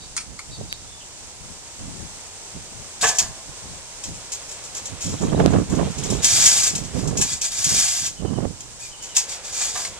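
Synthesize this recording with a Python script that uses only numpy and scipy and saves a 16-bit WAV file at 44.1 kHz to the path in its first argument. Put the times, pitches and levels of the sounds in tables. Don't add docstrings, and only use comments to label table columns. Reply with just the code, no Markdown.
import sys
import numpy as np
from scipy import signal
from scipy.fft import rfft, irfft, next_fast_len
from scipy.io import wavfile

SR = 44100
rng = np.random.default_rng(int(sys.argv[2]) if len(sys.argv) > 2 else 0)


def materialize(psi):
    bounded = np.clip(np.atleast_2d(psi).T, -1, 1)
    quanta = np.round(bounded * 32767).astype(np.int16)
    wavfile.write(sys.argv[1], SR, quanta)


N = 440559
T = np.arange(N) / SR


def from_db(db):
    return np.exp(np.asarray(db) * (np.log(10) / 20))


def unit_rms(x):
    return x / np.sqrt(np.mean(x ** 2) + 1e-20)


def in_time(rows, column=1):
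    return np.interp(T, np.array(rows)[:, 0], np.array(rows)[:, column])


def at_hz(points, hz):
    return np.interp(np.log(hz + 1e-6), np.log(np.array(points)[:, 0]), np.array(points)[:, 1])


def panned(pan_db):
    ratio = np.atleast_1d(from_db(pan_db))
    return np.array([ratio, np.ones_like(ratio)]) / np.sqrt(1 + ratio ** 2)


def drift(corner_hz):
    pole = np.exp(-40 * np.pi * corner_hz / SR)
    slow = signal.lfilter([1], [1, -2 * pole, pole * pole], rng.standard_normal(N // 20 + 2002))[2000:]
    return np.interp(np.arange(N) / 20, np.arange(len(slow)), unit_rms(slow))


def held(start, length, rise_s, fall_s):
    at = np.arange(max(int(start * SR), 0), min(int((start + length) * SR) + SR // 3, N))
    age = T[at] - start
    return at, np.clip(age / rise_s, 0, 1) * np.exp(-np.maximum(age - length, 0) / fall_s)


def contacts(per_s, spread_db):
    sizes = from_db(spread_db * np.minimum(rng.exponential(1, N), 4)) * rng.choice([-1, 1], N)
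    return unit_rms(sizes * (rng.random(N) < per_s / SR))


def impact_force(rows, rise_s):
    power = np.zeros(N)
    for start, db, decay_s in rows:
        at = int(start * SR)
        t = T[:min(SR // 2, N - at)]
        shape = (1 - np.exp(-t / rise_s)) * np.exp(-t / decay_s)
        power[at:at + len(t)] += (from_db(db) * shape / shape.max()) ** 2
    return np.sqrt(power)


def resonate(drive, t60, tail_db, tail_t60, modes=(), modes_db=0):
    t = T[:SR]
    dense = unit_rms(rng.standard_normal((2, SR)) * from_db(-60 * t / t60))
    tail = unit_rms(rng.standard_normal((2, SR)) * from_db(-60 * t / tail_t60))
    clear = np.zeros((2, SR))
    for hz, db, mode_t60 in modes:
        clear += from_db(db - 60 * t / mode_t60) * np.sin(2 * np.pi * (hz * t + rng.random((2, 1))))
    response = unit_rms(dense + from_db(modes_db) * unit_rms(clear) + from_db(tail_db) * tail)
    return signal.fftconvolve(drive[None], response / np.sqrt(SR), axes=1)[:, :N]


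def at_ports(pair, spectrum, direction):
    size = next_fast_len(N + SR // 10)
    hz = np.arange(size // 2 + 1) * SR / size
    pan_db, coherence, phase = (at_hz(table, hz) for table in direction)
    common, separate = rfft(pair, size)
    left_gain = from_db(pan_db) * np.exp(1j * phase)
    left = left_gain * (coherence * common + np.sqrt(1 - coherence ** 2) * separate)
    mid_gain = np.sqrt(1 + abs(left_gain) ** 2 + 2 * coherence * left_gain.real) / 2
    colour = unit_rms(from_db(at_hz(spectrum, hz))) / mid_gain
    return irfft(colour * np.array([left, common]), size)[:, :N]


# frequency in Hz, then in turn pan in dB, coherence from 0 to 1,
# or phase lead of the left port in radians.
AMBIENT_PAN = [(300, -0.5), (1500, -1.5), (4000, -4.5), (6200, -11.5), (7200, 1), (8300, 15.5), (10000, 8),
               (14000, 0.5)]
AMBIENT_COHERENCE = [(150, .2), (700, .75), (2000, .45), (4000, .33), (8000, .38), (11000, .1)]
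AMBIENT_PHASE = [(600, 0), (2000, -1.6), (4000, -3), (7500, -2.8), (9000, -5.5)]
FROM_AROUND = (AMBIENT_PAN, AMBIENT_COHERENCE, AMBIENT_PHASE)
# time in seconds, level in dB.
HISS_LEVEL = [(0, -45), (1.2, -44), (1.8, -42.5), (3.5, -41.5), (5.3, -42), (5.6, -42.5), (6.1, -39.5),
              (8.3, -45), (9.99, -43)]
# frequency in Hz, spectral density in dB.
HISS_SPECTRUM = [(24, -25), (40, -5), (107, -2), (171, -7), (506, -5.5), (983, -5), (1140, -10),
                 (1910, -13), (3810, -11.5), (6230, -5), (8170, -4.5), (9240, -10), (11800, -30),
                 (13400, -26.5), (14400, -37)]


def outdoor_hiss():
    level_db = in_time(HISS_LEVEL) + .45 * drift(6)
    return at_ports(rng.standard_normal((2, N)) * from_db(level_db), HISS_SPECTRUM, FROM_AROUND)


# length in seconds,
# first pitch, last pitch and trill depth in Hz.
LONE_WHISTLES = [(.86, -47, .12, 3520, 3520, 0), (1.001, -45, .035, 3100, 2860, 250),
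                 (8.81, -47, 0.071, 2520, 2365, 0)]
# start in seconds, level in dB.
BUZZ_CALLS = [(0, -47.5), (.508, -44), (.69, -43.5)]
BUZZ_NOTES = [(.066, 4660, 4400, 230), (.066, 3840, 3650, 200)]
# start and end in seconds, first level in dB.
WARBLE_PHRASES = [(5.075, 5.46, -40), (6.027, 6.2, -35)]
# start in seconds, level in dB.
CHIRP_TRIPLETS = [(8.162, -47.5), (8.912, -44.5)]
DOWNSWOOP, UPSWOOP, CHIRP = (0.01, 4000, 2850, 0), (0.01, 3617, 4080, 0), (0.0594, 3100, 2870, 70)


def bird_notes(warble_period_s=.109, growth_db_per_s=12, upswoop_delay_s=.06, chirp_period_s=.087):
    notes = list(LONE_WHISTLES) + [(s, db, *voice) for s, db in BUZZ_CALLS for voice in BUZZ_NOTES]
    for start, end, first_db in WARBLE_PHRASES:
        for s in np.arange(start, end, warble_period_s):
            db = first_db + growth_db_per_s * (s - start)
            notes += [(s, db, *DOWNSWOOP), (s + upswoop_delay_s, db - 3, *UPSWOOP)]
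    return notes + [(s + k * chirp_period_s, db, *CHIRP) for s, db in CHIRP_TRIPLETS for k in range(3)]


def birds(trill_per_s=75, waver_hz=45):
    song, waver = np.zeros(N), waver_hz * drift(127)
    for start, db, length, first_hz, last_hz, trill_hz in bird_notes():
        at, progress = int(start * SR), np.linspace(0, 1, int(length * SR))
        note = slice(at, at + len(progress))
        glide = first_hz + (last_hz - first_hz) * progress
        trill = trill_hz * signal.sawtooth(2 * np.pi * trill_per_s * length * progress)
        cycles = np.cumsum(glide - trill + waver[note]) / SR
        song[note] += from_db(db) * np.sqrt(abs(np.sin(np.pi * progress))) * np.sin(2 * np.pi * cycles)
    trees = resonate(song, t60=0.076, tail_db=3, tail_t60=0.5)
    return from_db(4) * panned(-0.5) * (song + from_db(-1) * trees)


# time in seconds, level in dB, pan in dB.
BREEZE_LEVEL = [(0, -49.5, -13), (1.1, -55, 0), (2.3, -62.5, 0), (4.7, -60.5, -3), (5.4, -47, -14),
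                (6.6, -43, -12), (7.15, -35, -14), (7.45, -50.5, -13), (8.4, -47, -21), (9.1, -62, -10),
                (9.9, -50, -20)]
# start and length in seconds, level in dB, pan in dB.
WIND_GUSTS = [(0, 0.019, -43, -7), (.46, .05, -40, -4), (0.563, 0.056, -34, -3), (1.373, 0.14, -45.5, 12),
              (1.78, 0.087, -38, -5), (1.86, 0.18, -39, 23), (2.53, 0.037, -36, -7), (2.69, 0.13, -44, 23),
              (2.99, .09, -42, 1), (3.19, .11, -42, -5), (3.46, .03, -44, -9), (3.606, .13, -43.5, 4),
              (4.048, .07, -37, -0.5), (4.881, 0.058, -38, -24), (5.031, .11, -29.5, -6),
              (5.19, .19, -23, -7), (5.361, 0.24, -20.8, -6), (5.68, .18, -23.2, -8.5),
              (5.948, .11, -30.5, -29), (6.06, .11, -26, -31), (6.285, 0.16, -35.5, -8),
              (6.915, 0.29, -26.5, -13.5), (7.639, 0.13, -35.5, -16), (8.185, 0.27, -26, -32)]


def wind_pressure(swing_db=3, lull_hz=4.5):
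    lulls_db = swing_db * np.array([drift(lull_hz), drift(lull_hz)])
    power = (from_db(in_time(BREEZE_LEVEL) + lulls_db) * panned(in_time(BREEZE_LEVEL, column=2))) ** 2
    for start, length, db, pan_db in WIND_GUSTS:
        at, shape = held(start, length, rise_s=0.037, fall_s=0.043)
        power[:, at] += (from_db(db) * panned(pan_db) * shape) ** 2
    return 2 * np.sqrt(power)


# frequency in Hz, spectral density in dB.
BUFFET_SPECTRUM = [(13, -45), (22, -9.5), (123, 4.5), (173, 3), (503, -11), (544, -15), (825, -25),
                   (911, -22), (1030, -32), (1620, -36), (2500, -46), (3250, -62), (5500, -120)]


def buffeting(pressure, strong_db=-22, steepening=0.27, eddy_limit_db=5, sputter_limit_db=8):
    eddies_db = eddy_limit_db * np.tanh(np.array([drift(18), drift(37)]) / 2)
    push_db = 20 * np.log10(pressure + 1e-9) - strong_db + eddies_db
    sputter_db = sputter_limit_db * np.tanh(np.array([drift(96), drift(83)]) / 2)
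    edges = np.geomspace(22, 2800, 12)
    centres = np.sqrt(edges[1:] * edges[:-1])
    shares = from_db(at_hz(BUFFET_SPECTRUM, centres)) * np.sqrt(np.diff(edges))
    white, out = rng.standard_normal((2, 2, N)), 0
    for k, (hz, share) in enumerate(zip(centres, shares / np.linalg.norm(shares))):
        bandpass = signal.butter(2, edges[k:k + 2], "band", fs=SR, output="sos")
        band = unit_rms(signal.sosfilt(bandpass, white[k % 2]))
        octaves = np.log2(hz / 130)
        band_db = push_db * (1 + steepening * octaves) + sputter_db * np.clip(octaves / 2, 0, 1.5)
        out = out + share * band * from_db(band_db)
    return from_db(strong_db) * out


# time in seconds, peak in dB, pan in dB.
HARD_PUFFS = [(.613, -17.5, -18), (5.348, -4.5, -19), (5.396, -9, 3), (5.41, -3.5, -24), (5.439, -8, -12),
              (5.4612, 3.5, -41), (5.554, -5, 15), (5.831, -8, -15), (6.125, -11, -22), (8.25, -13, -25),
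              (8.387, -9, -20), (8.454, -10, -31)]


def puffs(pressure, per_s=5.5, over_wind_db=1.5, half_width_s=0.00049):
    kicks = from_db(over_wind_db) * pressure * (rng.random((2, N)) < per_s / SR)
    for s, db, pan_db in HARD_PUFFS:
        kicks[:, round(s * SR)] += from_db(db) * panned(pan_db)[:, 0]
    t = T[:SR // 50]
    offset = (t - t.mean()) / half_width_s
    pulse = (1 - offset ** 2) * np.exp(-offset ** 2 / 2)
    return signal.fftconvolve(kicks, [pulse], "same", axes=1)


# start in seconds, level in dB, pan in dB, centre and bandwidth
# in Hz, phase lead of the right port in radians.
CLOSE_TICKS = [(.7273, 2.5, -3, 3000, 2000, 2.6), (5.4612, 16, 18, 5000, 7000, 0)]


def ticks():
    out, t = np.zeros((2, N)), T[:SR // 50]
    for start, db, pan_db, hz, width_hz, lead in CLOSE_TICKS:
        at = round(start * SR)
        swing = np.sin(2 * np.pi * hz * t + np.array([[0], [lead]]))
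        out[:, at:at + len(t)] += from_db(db) * panned(pan_db) * np.exp(-np.pi * width_hz * t) * swing
    return out


# frequency in Hz, then in turn pan in dB, coherence
CART_PAN = [(300, 0), (1500, -1.5), (4000, -2.5), (6000, -4.5), (7000, -1), (8000, 13.5), (9500, 8),
            (14000, 11.5)]
CART_COHERENCE = [(400, .93), (1100, .88), (2900, .52), (5000, .72), (7200, .82), (9000, .45), (14000, .18)]
CART_PHASE = [(500, 0), (2000, -.6), (4000, -1.5), (6000, -1.7), (7000, -1.1), (8300, -2.6), (10000, -4),
              (14000, -5.7)]
FROM_CART = (CART_PAN, CART_COHERENCE, CART_PHASE)
# time in seconds, level in dB.
TREAD_LEVEL = [(0, -58), (1.1, -55.5), (1.6, -53), (2.8, -51.5), (3.6, -52.5), (5, -45.5), (6.5, -41),
               (8, -57.5), (8.8, -56.5), (9.3, -44.5), (9.7, -44), (9.99, -45)]
# frequency in Hz, spectral density in dB.
TREAD_SPECTRUM = [(150, -45), (250, -21), (301, -27), (323, -5.5), (462, 1.5), (1530, -5.5), (2630, -5),
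                  (4000, -9), (5200, -20), (8800, -120)]


def tyres():
    level_db = in_time(TREAD_LEVEL) + 1.3 * drift(10)
    return at_ports(rng.standard_normal((2, N)) * from_db(level_db), TREAD_SPECTRUM, FROM_CART)


# start in seconds, peak in dB, decay in seconds.
LATCH_STRIKES = [(.1653, -14.5, 0.0017), (.1754, -16.5, .0027), (.2, -32.5, .015), (.391, -21.5, 0.0016),
                 (9.849, -19.5, .0029)]
# frequency in Hz, gain in dB.
LATCH_SPECTRUM = [(350, -46), (600, -19), (1040, -9), (1290, 0.5), (1610, -13), (2150, -2), (3560, -14),
                  (4450, -3.5), (7240, -6), (8600, -3.5), (14000, -43)]


def brake():
    force = impact_force(LATCH_STRIKES, rise_s=0.00016) * contacts(per_s=9000, spread_db=1)
    pedal = resonate(force, t60=0.064, tail_db=-7, tail_t60=0.2)
    return from_db(-2.5) * at_ports(pedal, LATCH_SPECTRUM, FROM_CART)


# start in seconds, peak in dB, decay in seconds.
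HEAVY_BLOWS = [(3.028, -7.5, 0.018), (3.185, -26.5, 0.043), (7.21, -29, .025), (9.166, -32, 0.028),
               (9.599, -28.5, 0.023), (9.75, -19, 0.013)]
# frequency in Hz, level in dB, time to fall 60 dB in seconds.
RAIL_MODES = [(1660, 8, 0.16), (1717, -25.5, 0.69), (1706, -3.5, 0.67), (1970, -48, 0.5), (2520, -32, 0.26),
              (2480, -3.5, 0.26), (2708, 1, 0.099), (2767, -33, 0.19)]
# frequency in Hz, gain in dB.
RAIL_SPECTRUM = [(150, -33), (250, -16), (430, -14), (531, -7), (611, -13), (710, 1), (938, -1.5),
                 (1300, -7.5), (1720, -4), (1860, -4), (4000, -16), (5200, -45), (8800, -120)]


def rail_clang():
    force = impact_force(HEAVY_BLOWS, rise_s=0.0025) * contacts(per_s=2200, spread_db=2)
    rails = resonate(force, t60=0.13, tail_db=-1, tail_t60=0.4, modes=RAIL_MODES, modes_db=-17.5)
    return from_db(-8.5) * at_ports(rails, RAIL_SPECTRUM, FROM_CART)


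# frequency in Hz, level in dB, time to fall 60 dB in seconds.
BENDING_MODES = [(436, -14, 1.2), (655, -5.5, 1.1), (723, -3.5, 1.03), (796, -14, 1.5), (997, 1, 0.45),
                 (1054, -15, 3.2), (1175, -17.5, 1.15), (1184, -9.5, 1)]


def span_hum():
    out = np.zeros(N)
    for start, db, _ in HEAVY_BLOWS:
        at = int(start * SR)
        t = T[:min(2 * SR, N - at)]
        for hz, mode_db, t60 in BENDING_MODES:
            out[at:at + len(t)] += from_db(db + mode_db - 60 * t / t60) * np.sin(2 * np.pi * hz * t)
    return from_db(-24) * out


# start and length in seconds, peak in dB, swell in dB
RAMP_SLIDES = [(3.004, 0.019, -18.5, -0.5), (6.216, 0.45, -14.5, 5.5), (6.932, 0.104, -34.5, 7),
               (7.247, 0.096, -27.0, -0.5), (7.41, 0.053, -24, 1), (7.502, 0.57, -17.5, 10.5),
               (8.784, 0.1, -36.5, 3.5), (9.142, 0.029, -21.0, 0.0), (9.273, 0.074, -30.5, 2.5),
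               (9.426, 0.098, -35, -1), (9.514, 0.22, -22.5, 9.5), (9.736, 0.12, -28.5, 1)]


def sliding_load():
    power = np.zeros(N)
    for start, length, db, swell_db in RAMP_SLIDES:
        at, shape = held(start, length, rise_s=0.016, fall_s=0.024)
        off_middle = np.minimum(abs(2 * (T[at] - start) / length - 1), 1)
        power[at] += (from_db(db - max(swell_db, 0) * off_middle) * shape) ** 2
    return np.sqrt(power)


RUNG_MODES_HZ = [2420, 3340, 3830, 4110, 4369, 4827, 4991, 5097, 5278, 5792, 6044, 6185, 6623, 6748, 7089,
                 7402, 7654, 7811, 7966]
# frequency in Hz, gain in dB.
SCRAPE_SPECTRUM = [(350, -51), (600, -25), (772, -10), (1090, -22), (1650, -14), (2920, -13.5), (3250, -8),
                   (4070, -12.5), (4900, -4.5), (5530, -7), (6840, 0.5), (7920, -4), (11000, -23),
                   (13100, -25), (14400, -35)]


def ramp_scrape(rung_t60=0.083):
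    modes = [(hz, 0, rung_t60) for hz in RUNG_MODES_HZ]
    load, out = sliding_load(), 0
    rocking = np.pi / 4 + drift(10.4) / 2
    for share in (np.cos(rocking), np.sin(rocking)):
        slips = share * load * from_db(1.1 * drift(30)) * contacts(per_s=3500, spread_db=3.5)
        out = out + resonate(slips, t60=0.06, tail_db=-8.5, tail_t60=0.34, modes=modes, modes_db=-10)
    return from_db(-1.94) * at_ports(out, SCRAPE_SPECTRUM, FROM_CART)


def rattles(first_s=3.9, last_s=7.4, per_s=7, level_db=-31.5, spread_db=3, decay_s=.024):
    gap_chance, level_chance = rng.random((80, 2)).T
    times = first_s + np.cumsum(.5 + gap_chance) / per_s
    levels = level_db + spread_db * (2 * level_chance - 1)
    return [(s, db, decay_s) for s, db in zip(times, levels) if s < last_s]


# start in seconds, peak in dB, decay in seconds.
RUNG_KNOCKS = [(3.026, -14, 0.046), (3.066, -10.5, 0.019), (3.083, -14, 0.015), (3.144, -21.5, 0.051),
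               (3.1833, -3.5, 0.011), (4.036, -20, 0.011), (4.3175, -16, 0.016), (4.51, -26.5, 0.019),
               (4.747, -23, 0.009), (4.7636, -22, 0.02), (4.854, -23, 0.014), (5.0056, -22.5, 0.098),
               (5.209, -27.5, 0.039), (5.6935, -29, 0.057), (5.98, -22.0, 0.014), (6.034, -21, 0.027),
               (6.1, -18.5, 0.037), (6.2427, -3, 0.0094), (6.456, -6.5, 0.034), (6.635, -13.0, 0.013),
               (6.669, -12.5, 0.024), (6.7496, -16.5, 0.025), (7.0733, -19, 0.012), (7.169, -15.0, 0.034),
               (7.2085, -5.5, 0.016), (7.411, -14, 0.018), (7.64, -12, 0.021), (8.0586, -16, 0.013),
               (8.6035, -23.5, 0.0055), (9.022, -27.5, 0.049), (9.164, -4.5, 0.016)]
# frequency in Hz, gain in dB.
RUNG_SPECTRUM = [(530, -46), (900, -18.5), (1500, -35), (1650, -20), (2470, -12), (4160, -11), (4950, -6),
                 (5690, -5), (7010, 1.5), (11000, -23.5), (12700, -25), (14400, -32)]


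def rung_clatter(rung_t60=0.14):
    modes = [(hz, 0, rung_t60) for hz in RUNG_MODES_HZ]
    force = impact_force(RUNG_KNOCKS + rattles(), rise_s=0.0011) * contacts(per_s=2300, spread_db=3)
    rungs = resonate(force, t60=0.031, tail_db=-4.5, tail_t60=0.23, modes=modes, modes_db=-13.5)
    return from_db(-7.5) * at_ports(rungs, RUNG_SPECTRUM, FROM_CART)


def scene():
    cart = rung_clatter() + ramp_scrape() + rail_clang() + span_hum() + brake() + tyres()
    yard = outdoor_hiss() + birds()
    pressure = wind_pressure()
    return cart + yard + buffeting(pressure) + puffs(pressure) + ticks()


def record(dry):
    cutoff_hz = 14300
    lowpass = signal.ellip(10, .2, 80, cutoff_hz, fs=SR, output="sos")
    return signal.sosfilt(lowpass, np.clip(dry, -1, 1))


dry = scene()
out = record(dry)
materialize(out)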